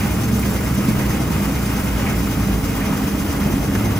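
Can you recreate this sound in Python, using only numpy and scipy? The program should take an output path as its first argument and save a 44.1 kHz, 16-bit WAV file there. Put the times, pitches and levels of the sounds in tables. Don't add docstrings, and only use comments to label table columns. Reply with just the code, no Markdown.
import sys
import numpy as np
from scipy import signal
from scipy.fft import rfft, irfft
from scipy.io import wavfile
from scipy.ndimage import map_coordinates

SR = 44100
rng = np.random.default_rng(int(sys.argv[2]) if len(sys.argv) > 2 else 0)


def transcribe(signal):
    frames = np.atleast_2d(signal).T
    limited = np.clip(frames, -1, 1)
    pcm = np.round(limited * 32767).astype(np.int16)
    wavfile.write(sys.argv[1], SR, pcm)


N = 175959
TIME, FREQ = np.arange(N) / SR, np.fft.rfftfreq(N, 1 / SR)

# f/Hz, density/dB
HISS_SPECTRUM = [(1000, -33), (3000, -6), (4200, -0.5), (5400, 2), (6800, -2), (7700, 7.5), (8400, -6.5),
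                 (9500, 2.5), (10400, 1), (11500, 1), (12500, -9), (13700, 3), (15400, 7.5), (16000, -4.5)]


def amp(db):
    return 10 ** (np.asarray(db) / 20)


def unit(x):
    return x / np.sqrt(np.mean(x ** 2) + 1e-20)


def over_hz(points):
    f, value = np.transpose(points)
    return np.interp(np.log(FREQ + 1), np.log(f + 1), value)


def over_time(points):
    s, *columns = np.transpose(points)
    return [np.interp(TIME, s, column) for column in columns]


def band(hz, octaves):
    return np.exp(-.5 * (np.log2((FREQ + 1) / hz) / octaves) ** 2)


def wander(rate_hz):
    spectrum = rfft(rng.standard_normal(N))
    return unit(irfft(spectrum * np.exp(-(FREQ / rate_hz) ** 2) * (FREQ > 0), N))


def noise(gain):
    # f/Hz, correlation (0 to 1)
    likeness = [(100, .992), (160, .985), (260, .95), (450, .72), (1300, .64), (2100, .62), (2700, .58),
                (3300, .42), (4200, .2), (5400, .35), (6300, .58), (7500, .6), (8500, .85), (9100, .6),
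                (10000, .9), (11200, .65), (12300, .9), (13000, .65), (14000, .88), (15300, .7)]
    # f/Hz, phase/rad
    port_phase = [(60, 0), (250, .2), (450, .48), (1300, .36), (2100, .4), (2700, 1.6), (3200, 2.4),
                  (4300, -.4), (5400, 0), (6400, .3), (7500, -2), (8500, -3.1), (9000, -4.1), (10000, -6.2),
                  (11200, -8.3), (12300, -9.4), (13000, -11.8), (14000, -12.6), (15700, -15.5)]
    # f/Hz, level difference/dB
    port_balance = [(60, -2.5), (99, -1.0), (160, -2), (270, -1.5), (450, 2.5), (740, -0.5), (1220, 2.5),
                    (2010, -2.5), (3330, 0.5), (5500, 3.5), (9080, 0), (15000, 0.0)]
    left, other = rfft(rng.standard_normal((2, N)))
    same = np.clip(over_hz(likeness), -1, 1)
    lean = amp(over_hz(port_balance) / 2)
    right = same * left + np.sqrt(1 - same ** 2) * other
    right = right * np.exp(-1j * over_hz(port_phase))
    return unit(irfft(np.array([left * lean, right / lean]) * gain, N))


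def ringing(modes):
    power = 0
    for hz, half_width, db in modes:
        peak = unit(1 / (1 + ((FREQ - hz) / half_width) ** 2))
        power = power + amp(db) ** 2 * peak ** 2
    return np.sqrt(power.mean()) * noise(np.sqrt(power))


def blow(start, rise_s, decay_s):
    age = np.maximum(TIME - start, 0)
    return np.minimum(age / rise_s, 1) * np.exp(-np.maximum(age - rise_s, 0) / decay_s)


def patchy(x, centres_hz, octaves, depth_db, rate_hz):
    spectrum = rfft(x)
    shares = np.array([band(hz, octaves) ** 2 for hz in centres_hz]) + 1e-12
    shares = shares / shares.sum(0)
    out = sum(irfft(spectrum * share, N) * unit(amp(depth_db * wander(rate_hz))) for share in shares)
    return unit(out) * np.sqrt(np.mean(x ** 2))


def bent(x, depth, rate_hz):
    place = np.arange(N) + np.cumsum(depth * wander(rate_hz))
    return np.array([map_coordinates(channel, [place], order=5, mode="mirror") for channel in x])


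def yard(x, count=24):
    echo_db, span_s = -12, .04
    delay = rng.uniform(.002, span_s, count)
    sign = rng.choice([-1., 1.], count)
    taps = np.bincount((delay * SR).astype(int), sign * np.exp(-delay / span_s))
    echo = signal.oaconvolve(x, taps[None] / np.linalg.norm(taps), axes=1)[:, :N]
    return (x + amp(echo_db) * echo) / np.sqrt(1 + amp(echo_db) ** 2)


def engine(curve, waver=0.17, drift_rad=0.26):
    octave_db = -9
    hz, db = over_time(curve)
    phase = 2 * np.pi * (np.cumsum(hz) / SR + rng.random()) + drift_rad * wander(rate_hz=12.5)
    level = np.sqrt(2) * amp(db) * (1 + waver * wander(rate_hz=14))
    return level * (np.sin(phase) + amp(octave_db) * np.sin(2 * phase))


def traffic():
    # t/s, firing f/Hz, level/dB
    slowing = [(0, 70.8, -29), (.15, 69.46, -28), (.6, 65.7, -22.5), (.9, 62.54, -29), (1.25, 62.3, -25),
               (1.9, 58.97, -23.5), (2.3, 55.43, -26), (2.65, 53.84, -21.5), (3.1, 51.5, -38),
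               (3.6, 50.1, -27), (3.99, 51.2, -29)]
    # t/s, firing f/Hz, level/dB
    revving = [(0, 105, -30), (.3, 113, -23), (.5, 119, -32), (.85, 124, -25.5), (1.3, 124, -38),
               (2, 116, -30.5), (2.6, 107, -30), (3.1, 103, -52), (3.65, 104, -34), (3.83, 106, -21.5),
               (3.99, 108, -21)]
    slowing_trim_db = -3
    engines = amp(slowing_trim_db) * engine(slowing) + engine(revving)
    return engines * amp([[-.5], [.5]])


def knocks():
    # t/s, level/dB
    thud_hits = [(.228, -25), (.318, -25), (.775, -19), (0.88, -16.5), (2.052, -26), (2.862, -24),
                 (3.458, -20), (3.499, -20), (3.747, -24)]
    # f/Hz, density/dB
    thud_spectrum = [(20, -60), (60, -22), (110, -14), (155, -5), (215, -1), (280, -8), (450, -27),
                     (2000, -62)]
    # t/s, level/dB, centre f/Hz, width/octaves, decay/s
    clack_hits = [(.392, -26, 14000, 1, .007), (.468, -27, 480, .45, .018), (2.085, -34, 900, .6, .03),
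                  (2.866, -34, 985, 0.46, .025), (3.456, -28.5, 557, 0.4, 0.047),
                  (3.627, -27.5, 600, 0.46, .018), (3.750, -23, 1450, 0.65, .006),
                  (3.756, -25, 1100, .8, .008), (3.749, -34, 5800, 0.46, .011),
                  (3.855, -28.5, 680, 0.37, 0.034), (3.935, -34, 680, 0.54, 0.019)]
    thud_envelope = sum(amp(db) * blow(s, rise_s=0.0018, decay_s=0.054) for s, db in thud_hits)
    thuds = thud_envelope * noise(amp(over_hz(thud_spectrum)))
    clacks = sum(amp(db) * blow(s, 0.002, decay) * noise(band(hz, octaves))
                 for s, db, hz, octaves, decay in clack_hits)
    return thuds + clacks


def throb(depth):
    shaft_hz, peak_s = 28.27, .005
    return 1 + depth * np.cos(2 * np.pi * shaft_hz * (TIME - peak_s))


def drone():
    # t/s, level/dB
    drone_level = [(0, -40), (.6, -38), (1.4, -31.5), (2.1, -32.5), (2.6, -30), (3.1, -30), (3.99, -32)]
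    centre_hz, waver_hz, flutter = 278.7, 13.98, .35
    phase = 2 * np.pi * np.cumsum(centre_hz + waver_hz * wander(rate_hz=24.7)) / SR
    level = amp(over_time(drone_level)[0]) * (1 + flutter * wander(rate_hz=14))
    return np.sqrt(2) * level * np.sin(phase)


def mains_hum():
    # multiple of the mains, level/dB
    hum_tones = [(2, -38.5), (4, -30), (6, -44)]
    mains_hz, waver, drift_rad = 50, 0.35, 0.56
    hum = 0
    for multiple, db in hum_tones:
        level = amp(db) * np.sqrt(2) * (1 + waver * wander(rate_hz=8))
        drift = drift_rad * wander(rate_hz=1.47)
        hum = hum + level * np.sin(2 * np.pi * round(multiple) * mains_hz * TIME + drift)
    return hum


def motor():
    # f/Hz, density/dB
    rumble_spectrum = [(15, -55), (28, -44), (42, -18), (54, 0.5), (80, 0), (115, -4), (150, 0.5),
                       (230, -3), (330, -7.5), (500, -19.5), (1000, -45), (4000, -78)]
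    # t/s, level/dB
    rumble_level = [(0, -22.3), (.7, -22), (1.25, -21), (1.6, -23), (2.6, -22), (3.3, -23.5), (3.6, -21),
                    (3.99, -21)]
    # f/Hz, half-width/Hz, level/dB
    panels = [(202.2, 12.8, -29), (279.7, 12.6, -36), (440, 32, -38.7), (615, 18, -43.5), (801, 18, -45),
              (1249, 45, -46)]
    trim_db = -0.36
    rumble = amp(over_time(rumble_level)[0] + trim_db) * noise(amp(over_hz(rumble_spectrum)))
    return mains_hum() + drone() + (rumble + ringing(panels)) * throb(depth=.13)


def grit():
    # centre f/Hz, width/octaves, level/dB
    grit_bands = [(520, 0.33, -41), (1160, 0.41, -42), (2290, 0.49, -45)]
    knocks_per_s, spread_db, decay_s = 150, 3.5, 0.0027
    out = 0
    for hz, octaves, db in grit_bands:
        strength = amp(spread_db * np.minimum(rng.exponential(1, N), 2))
        hits = (rng.random(N) < knocks_per_s / SR) * strength
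        power = signal.lfilter([1], [1, -np.exp(-2 / (decay_s * SR))], hits ** 2)
        out = out + amp(db) * unit(np.sqrt(power)) * noise(band(hz, octaves))
    return out


def rub():
    roller_hz, lead_s, slip_s = 9.1, 0.013, 0.0024
    rise_s, hold_s, decay_s = 0.02, 0.031, 0.017
    age = (TIME + lead_s + slip_s * wander(rate_hz=5)) % (1 / roller_hz)
    return np.minimum(age / rise_s, 1) * np.exp(-np.maximum(age - hold_s, 0) / decay_s)


def gears(flicker_db=0.8, hiss_flicker_db=1.02, surge_db=0.97, fizz_db=.7):
    # f/Hz, density/dB
    churn_spectrum = [(100, -0.5), (330, -3.5), (540, -2), (720, -1), (1250, -2), (1700, -5.5),
                      (2300, -7.5), (3000, -9), (3800, -19), (6000, -25), (16000, -47)]
    # t/s, level/dB
    churn_level = [(0, -28), (.3, -32), (1, -29.5), (1.9, -30), (2.1, -26.5), (2.2, -33.5), (2.3, -30.5),
                   (2.65, -30.5), (2.88, -28.5), (3.05, -31), (3.65, -30), (3.99, -29.5)]
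    churn_trim_db, churn_roll = -0.2, 0.087
    hiss_start_db, hiss_fade_db_per_s = -33.5, -0.65
    flicker = wander(rate_hz=29)
    churn_db = over_time(churn_level)[0] + churn_trim_db + flicker_db * flicker
    churn = patchy(noise(amp(over_hz(churn_spectrum))), [500, 1200, 3000], 0.85, surge_db, rate_hz=16)
    churn = amp(churn_db) * (1 + churn_roll * rub()) * churn
    hiss_db = hiss_start_db + hiss_fade_db_per_s * TIME + hiss_flicker_db * flicker
    hiss = patchy(noise(amp(over_hz(HISS_SPECTRUM))), [4000, 7500, 14000], .5, fizz_db, rate_hz=59)
    return churn + amp(hiss_db) * hiss * throb(depth=.1)


def blades(uneven_db=0.44, grit_db=.5):
    # f/Hz, half-width/Hz, level/dB
    blade_modes = [(1945, 48, -51), (2123, 27, -46), (2430, 35, -50.5), (2820, 63, -54.5), (3253, 30, -50),
                   (3760, 250, -50.5), (4770, 420, -49.5), (5060, 130, -53), (5430, 88, -52),
                   (6280, 65, -48.5), (6150, 490, -45.5), (7524, 28, -52), (9090, 66, -48), (9692, 70, -56),
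                   (11220, 86, -48), (13700, 900, -47)]
    # t/s, level/dB, decay/s
    rasp_hits = [(.005, -32.5, .06), (0.424, -32.5, .055), (.56, -37, .04), (0.881, -33, 0.049),
                 (.99, -32, .05), (1.1, -35.5, .04), (1.555, -34.5, 0.057), (1.67, -42, 0.046),
                 (1.789, -37, .04), (2.059, -28.5, .065), (2.805, -31.5, .045)]
    rest_force, hiss_db, swap_db = 0.82, -45.5, 1.16
    roughness_db = uneven_db * wander(rate_hz=5.7) + grit_db * wander(rate_hz=110)
    force = unit((rest_force + rub()) * amp(roughness_db))
    ring = patchy(ringing(blade_modes), [2100, 3200, 5030, 6300, 8000, 13000], 0.22, swap_db, rate_hz=26)
    ring = bent(ring, depth=.004, rate_hz=4.99)
    hiss = amp(hiss_db) * noise(amp(over_hz(HISS_SPECTRUM)))
    rasp_envelope = sum(amp(db) * blow(s, 0.007, decay) for s, db, decay in rasp_hits)
    rasps = rasp_envelope * noise(band(hz=2080, octaves=0.27))
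    return force * (ring + hiss) + rasps


def scene():
    return traffic() + knocks() + motor() + yard(gears() + grit()) + blades()


def record(dry):
    edge_hz = 15850
    lowpass = signal.firwin(601, edge_hz, window=("kaiser", 9), fs=SR)
    return signal.oaconvolve(dry, lowpass[None], "same")


dry = scene()
out = record(dry)
transcribe(out)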